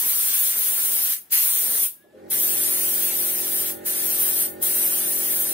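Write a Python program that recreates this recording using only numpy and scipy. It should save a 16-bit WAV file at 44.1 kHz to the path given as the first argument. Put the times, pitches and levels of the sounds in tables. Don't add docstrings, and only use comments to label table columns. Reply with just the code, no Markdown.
import sys
import numpy as np
from scipy import signal
from scipy.fft import rfft, irfft, dct, next_fast_len
from scipy.io import wavfile
from scipy.ndimage import uniform_filter1d, map_coordinates

SR = 44100
rng = np.random.default_rng(int(sys.argv[2]) if len(sys.argv) > 2 else 0)


def transcribe(signal):
    frames = np.atleast_2d(signal).T
    limited = np.clip(frames, -1, 1)
    pcm = np.round(limited * 32767).astype(np.int16)
    wavfile.write(sys.argv[1], SR, pcm)


def natural_amplitude(level_db):
    exponent = np.asarray(level_db, float) / 20
    return 10 ** exponent


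N = 243873
RUN_HZ = 45.17

# open t/s, shut t/s, snap/0-1, settled flow level/dB, extra level at opening/dB
TRIGGER_PULLS = [
    (-1, 1.133, 1, -22.4, 0),
    (1.326, 1.856, .8, -23.3, 4),
    (2.316, 3.7, 1, -24.8, 5.7),
    (3.863, 4.453, .85, -19, -5.3),
    (4.627, 7, 1, -25.5, 7),
]
# t/s, aim level/dB
FRAME_AIM = [(0, 3), (.3, -3), (.65, 3.5), (1.0, 2.5), (1.12, -5), (1.38, -13), (1.45, -1), (1.68, 4),
             (1.86, 4), (2.4, -3), (5.53, -3)]
# f/Hz, level per Hz/dB
NOZZLE_FIZZ = [(6000, -60), (7000, -24), (8000, -14), (9000, -3.5), (11000, -4), (11350, -9), (11550, -9),
               (11700, 1), (12500, -1), (14500, -3), (15600, 0), (15800, -3), (16200, -60)]
# f/Hz, level per Hz/dB
JET_BODY = [(300, -30), (800, -12), (1300, -7.3), (2000, -5.2), (2600, -5.2), (3300, -1.5), (4500, -2),
            (5600, -1), (6800, 1), (7200, -3), (8000, -1), (9000, -30)]
# f/Hz, level per Hz/dB
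STEEL_FRAME = [(24, -63), (40, -33), (97, -11), (162, -10), (271, 0), (314, -7), (374, -1), (1000, -5),
               (1300, -35), (2200, -120)]
# f/Hz, likeness/-1 to 1
JET_ALIKE = [(100, .9), (600, .3), (1200, .05), (1700, .55), (3500, .35), (5500, .42), (7500, .15),
             (9500, .52), (15000, .55)]
# f/Hz, lag/rad
JET_LAG = [(100, 0), (1700, .6), (3300, 1.6), (4800, 2.9), (7000, 3.1), (7900, 0), (16000, 0)]
# f/Hz, level/dB
JET_PAN = [(300, -1), (2000, 0), (5000, 2.6), (8000, 2.5), (15000, .6)]
# t/s, shaft f/Hz, load level/dB
SHAFT_RUN_UP = [
    (1.95, 22, -26),
    (2.05, 31, -17),
    (2.13, 40, -15),
    (2.18, 44, -6),
    (2.27, 46.8, -2),
    (2.34, 45.5, -2),
    (2.42, 45.15, 0),
    (5.53, 45.18, 0),
]
# multiple of shaft speed/1, level/dB, left minus right level/dB, left lag/rad
STROKE_TONES = [(1.0, -85.0, -1.0, 0.1), (2.0, -61.0, 0.0, 0.0), (3.0, -69.0, 2.0, -0.1),
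                (4.0, -58.0, 0.0, 0.1), (5.0, -54.0, -1.0, 1.3), (6.0, -61.0, 0.0, 0.2),
                (7.0, -49.0, -2.0, 1.7), (8.0, -47.0, 0.0, 0.7), (9.0, -54.0, 4.0, 0.9),
                (10.0, -56.0, -10.0, 2.0), (11.0, -64.0, -9.0, 1.1), (12.0, -51.0, 6.0, 2.5),
                (13.0, -50.0, -8.0, 2.0), (14.0, -60.0, 0.0, 2.3), (15.0, -63.0, -4.0, 1.8),
                (16.0, -66.0, -4.0, 3.3), (17.0, -59.0, -11.0, 3.1), (18.0, -58.0, -7.0, 0.2),
                (19.0, -72.0, -4.0, 1.5), (20.0, -68.0, -2.0, 1.7), (32.0, -63.0, -1.0, 5.2),
                (40.0, -59.0, -2.0, 0.3)]
# f/Hz, level per Hz/dB
VALVE_CLATTER = [(30, -24), (70, -14), (150, -3), (400, 0), (800, -7), (1100, -11), (1400, -8), (1800, -8),
                 (2700, -18), (4000, -19), (5500, -24), (15000, -28), (15700, -36)]
# t/s, level/dB, f/Hz, time to fall 60 dB/s
RUN_UP_TONES = [(2.04, -51, 600, .08), (2.05, -52, 700, .07), (2.058, -50, 410, .07),
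                (2.088, -52, 420, .06), (2.105, -56, 820, .07), (2.13, -47, 612, .15),
                (2.14, -46, 524, .8), (2.145, -47, 420, .4), (2.215, -43, 395, .2), (2.29, -47, 560, .15),
                (2.26, -45, 405, .2)]
# f/Hz, time to fall 60 dB/s
WALL_RINGING = [(200, .35), (2000, .33), (10000, .29)]
# f/Hz, level per Hz/dB
YARD_NOISE = [(30, -40), (80, -11), (140, -2), (270, 0), (600, -7.5), (1500, -10.5), (4000, -15),
              (6000, -19), (12000, -18), (14500, -21), (15700, -32)]
# f/Hz, rounding step over band level/dB
PHONE_COARSENESS = [(300, -12), (1500, -1), (3000, 6.8), (4200, 8), (5000, 9.4), (6000, 8.2), (7200, 9.2),
                    (8700, 6.3), (9500, 9), (15700, 9.5)]


def gun():
    usual_db, muffle = -22, .25
    fizz_db = flow() + .35 * wobble(7)
    aim_db, = curves(FRAME_AIM)
    body_db = -36.9 + .5 * (fizz_db - usual_db) - muffle * aim_db - .6 * np.arange(N) / SR
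    drum_db = -51 + aim_db + 1.5 * wobble(25)
    flutter_db = .7 * wobble(18) + .6 * wobble(90) + .9 * wobble(500)

    fizz = natural_amplitude(fizz_db + 3.3 + flutter_db) * valve(1500, 320)
    fizz = fizz * rush(NOZZLE_FIZZ, JET_ALIKE, patchy_db=1.5)
    body = natural_amplitude(body_db + 5 + .7 * flutter_db) * valve(1150, 370)
    body = body * rush(JET_BODY, JET_ALIKE, patchy_db=1.5)
    drum = natural_amplitude(drum_db) * valve(600, 500)
    drum = drum * rush(STEEL_FRAME + [(1600, -60)], JET_ALIKE, patchy_db=2.5)
    return filtered(fizz + body + drum, lambda hz: ports(along(JET_PAN, hz), along(JET_LAG, hz)))


def flow():
    t = np.arange(N) / SR
    settle_s = .55
    opened, _, _, settled_db, surge_db = np.transpose(TRIGGER_PULLS)
    pull = np.searchsorted(opened[1:] - .05, t)
    since = np.maximum(t - opened[pull], 0)
    return settled_db[pull] + surge_db[pull] * np.exp(-since / settle_s)


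def valve(open_db_s, shut_db_s):
    t = np.arange(N) / SR
    crack_db, steeper = -25, 5
    pulls = []
    for opened, shut, snap, *_ in TRIGGER_PULLS:
        rise_db = snap * open_db_s * (t - opened)
        rise_db = rise_db + steeper * np.minimum(rise_db - crack_db, 0)
        bleed_db = shut_db_s * (shut - t)
        pulls.append(np.minimum(0, np.minimum(rise_db, bleed_db)))
    return natural_amplitude(np.max(pulls, axis=0))


def compressor():
    switch_s, whine_grows_s = 2.05, .28
    shaft_hz, load_db = curves(SHAFT_RUN_UP)
    turns = np.cumsum(shaft_hz * (1 + .002 * wobble(6))) / SR + .75

    strokes = np.flatnonzero(np.diff(np.floor(turns)))
    late = (turns[strokes + 1] % 1) * SR / shaft_hz[strokes]
    uneven_db = .7 * rng.standard_normal(size=400)[:len(strokes)]
    size = natural_amplitude(load_db[strokes] + .9 + uneven_db) * SR / RUN_HZ / np.sqrt(2)
    train = np.bincount(strokes, size * late, N) + np.bincount(strokes + 1, size * (1 - late), N)

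    whine_db = -30 * np.exp(-(np.arange(N) / SR - switch_s) / whine_grows_s).clip(0, 3)
    whine = 0
    for multiple, db, pan_db, lag in STROKE_TONES[-2:]:
        sides_db = np.array([[pan_db / 2], [-pan_db / 2]])
        level = natural_amplitude(whine_db + db + 4.5 + 1.5 * wobble(8) + sides_db)
        whine = whine + level * np.sin(2 * np.pi * multiple * turns + [[-lag / 2], [lag / 2]])

    beat = natural_amplitude(2.5 * np.cos(2 * np.pi * turns - 1.5) + 1.5 * np.cos(2 * 2 * np.pi * turns))
    alike = [(35, .7), (90, .93), (300, .4), (700, -.2), (2000, .2), (9000, .5)]
    clatter = natural_amplitude(load_db + .26 * whine_db - 48.5) * beat * rush(VALVE_CLATTER, alike, patchy_db=2.5)
    return filtered(train, thump_path) + clatter + whine


def thump_path(hz):
    order, db, pan_db, lag = np.transpose(STROKE_TONES[:-2])
    knots = np.r_[0, order, order[-1] + 3]

    def at(values, ends):
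        return np.interp(hz / RUN_HZ, knots, np.r_[ends, values, ends])

    cep = irfft(np.log(natural_amplitude(at(db, -100))))
    cep[1:len(cep) // 2] *= 2
    cep[len(cep) // 2 + 1:] = 0
    smear = .38 * (np.minimum(hz / RUN_HZ, order[-1]) - 8) ** 2
    return np.exp(rfft(cep) - 1j * smear) * ports(at(pan_db, 0), at(lag, 0))


def start_up():
    squeal_s, hold_s = 2.02, .11
    since = np.arange(N) / SR - squeal_s
    squeal_hz = 1655 + 550 * np.maximum(since, 0) + 15 * wobble(40)
    fade_db = np.minimum(0, np.minimum(130 * since, 420 * (hold_s - since)))
    out = natural_amplitude(-67 + fade_db + 3 + 1.5 * wobble(30)) * np.sin(2 * np.pi * np.cumsum(squeal_hz) / SR)

    t = np.arange(SR // 2) / SR
    for s, knock_db, ring_hz, t60 in RUN_UP_TONES:
        swell = 1 - np.exp(-t / .003)
        ring = natural_amplitude(knock_db - 60 * t / t60) * swell * np.sin(2 * np.pi * ring_hz * t)
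        out[round(s * SR):][:len(t)] += ring
    return out * natural_amplitude(np.array([[.6], [-.6]]))


def walls(x):
    hz, t, z = signal.stft(rng.standard_normal((2, SR // 2)), SR, nperseg=256)
    fade = natural_amplitude(-60 * t / along(WALL_RINGING, hz)[:, None])
    tail = signal.istft(z * fade, SR, nperseg=256)[1]
    late = np.pad(x, ((0, 0), (500, 0)))
    return signal.fftconvolve(late, tail / np.linalg.norm(tail[0]), axes=1)[:, :N]


def far_yard():
    alike = [(35, .6), (80, .9), (500, .4), (5000, .3)]
    return natural_amplitude(-61 + 1.5 * wobble(5)) * rush(YARD_NOISE, alike, patchy_db=2.5)


def rush(spectrum, alike, patchy_db):
    z = signal.stft(rng.standard_normal((2, N)), nperseg=512)[2]
    field = uniform_filter1d(rng.standard_normal(z.shape[1:]), size=6, axis=0)
    field = uniform_filter1d(field, size=10, axis=1)
    pair = signal.istft(z * natural_amplitude(patchy_db * unit(field)), nperseg=512)[1][:, :N]

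    def middle_and_side(hz):
        turn = np.arccos(np.clip(along(alike, hz), -1, 1)) / 2
        return natural_amplitude(along(spectrum, hz)) * [np.cos(turn), np.sin(turn)]

    mid, side = filtered(pair, middle_and_side)
    return unit(np.array([mid + side, mid - side]))


def ports(pan_db, lag):
    half = natural_amplitude(pan_db / 2) * np.exp(-.5j * lag)
    return np.array([half, 1 / half])


def filtered(x, response):
    m = next_fast_len(N + SR // 2)
    return irfft(rfft(x, m) * response(np.fft.rfftfreq(m, 1 / SR)), m)[..., :N]


def wobble(rate):
    return map_coordinates(rng.standard_normal(size=4096), [np.arange(N) * rate / SR])


def curves(rows):
    s, *cols = np.transpose(rows)
    return [np.interp(np.arange(N) / SR, s, c) for c in cols]


def along(points, hz):
    f, v = np.transpose(points)
    return np.interp(np.log(hz + 1), np.log(f + 1), v)


def unit(x):
    return x / np.sqrt(np.mean(x ** 2) + 1e-20)


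def scene():
    jet = gun()
    return jet + natural_amplitude(-16) * walls(jet) + compressor() + start_up() + far_yard()


def phone_thinning(x, size=1024, count=16):
    pair = np.array([x[0] + x[1], x[0] - x[1]]) / 2
    blocks = np.pad(pair, ((0, 0), (size, 2 * size - N % size))).reshape(2, -1, size)
    window = np.sin(np.pi * (np.arange(2 * size) + .5) / (2 * size))
    frames = np.concatenate([blocks[:, :-1], blocks[:, 1:]], 2) * window
    a, b, c, d = np.split(frames, 4, axis=2)
    lines = dct(np.concatenate([-c[..., ::-1] - d, a - b[..., ::-1]], 2), 4, norm="ortho")
    bands = lines.reshape(2, -1, size // count, count)
    hz = (np.arange(size // count) + .5) * count * SR / (2 * size)
    rms = np.sqrt(np.mean(bands ** 2, axis=3) + 1e-14)
    rms[1] = rms.max(axis=0)

    luck = rng.standard_normal(rms.shape)
    luck[0] = 1.15 * unit(uniform_filter1d(luck[0], size=2, axis=0))
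    patches = uniform_filter1d(uniform_filter1d(luck[1], size=2, axis=0), size=2, axis=1)
    luck[1] = 3.4 * unit(patches) - 1.5
    luck[1] += along([(8000, -1.5), (9500, 1.3)], hz)

    power = np.sum(blocks ** 2, axis=(0, 2)) + 1e-12
    attack = power[1:] > 5 * power[:-1]
    quiet = power[1:] < .02 * power.mean()
    bass = uniform_filter1d(np.mean(rms[0, :, :2] ** 2, axis=1), size=9)
    hum = bass > .6 * bass.mean()

    step_db = along(PHONE_COARSENESS, hz) + 1.3 * luck
    step_db = step_db - 28 * attack[:, None] + .7 * hum[:, None] - 1.5 * quiet[:, None]
    step = (rms * natural_amplitude(step_db))[..., None]
    kept = (np.sign(bands) * np.floor(np.abs(bands) / step + .4) * step).reshape(lines.shape)
    below_top = np.arange(size) * SR / (2 * size) < 15740
    kept = kept * below_top * natural_amplitude(-1.2 * attack[:, None])

    p, q = np.split(dct(kept, 4, norm="ortho"), 2, axis=2)
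    frames = np.concatenate([q, -q[..., ::-1], -p[..., ::-1], -p], 2) * window
    mid, side = (frames[:, 1:, :size] + frames[:, :-1, size:]).reshape(2, -1)[:, :N]
    return np.array([mid + side, mid - side])


def low_pass(x):
    return signal.sosfilt(signal.butter(12, 17070, fs=SR, output="sos"), x)


def record(dry):
    left_tilt = [(6000, .1), (8500, 1), (15000, 1.5)]  # f/Hz, left minus right level/dB
    tilted = filtered(phone_thinning(dry), lambda hz: ports(along(left_tilt, hz), 0))
    return low_pass(tilted)


dry = scene()
out = record(dry)
transcribe(out)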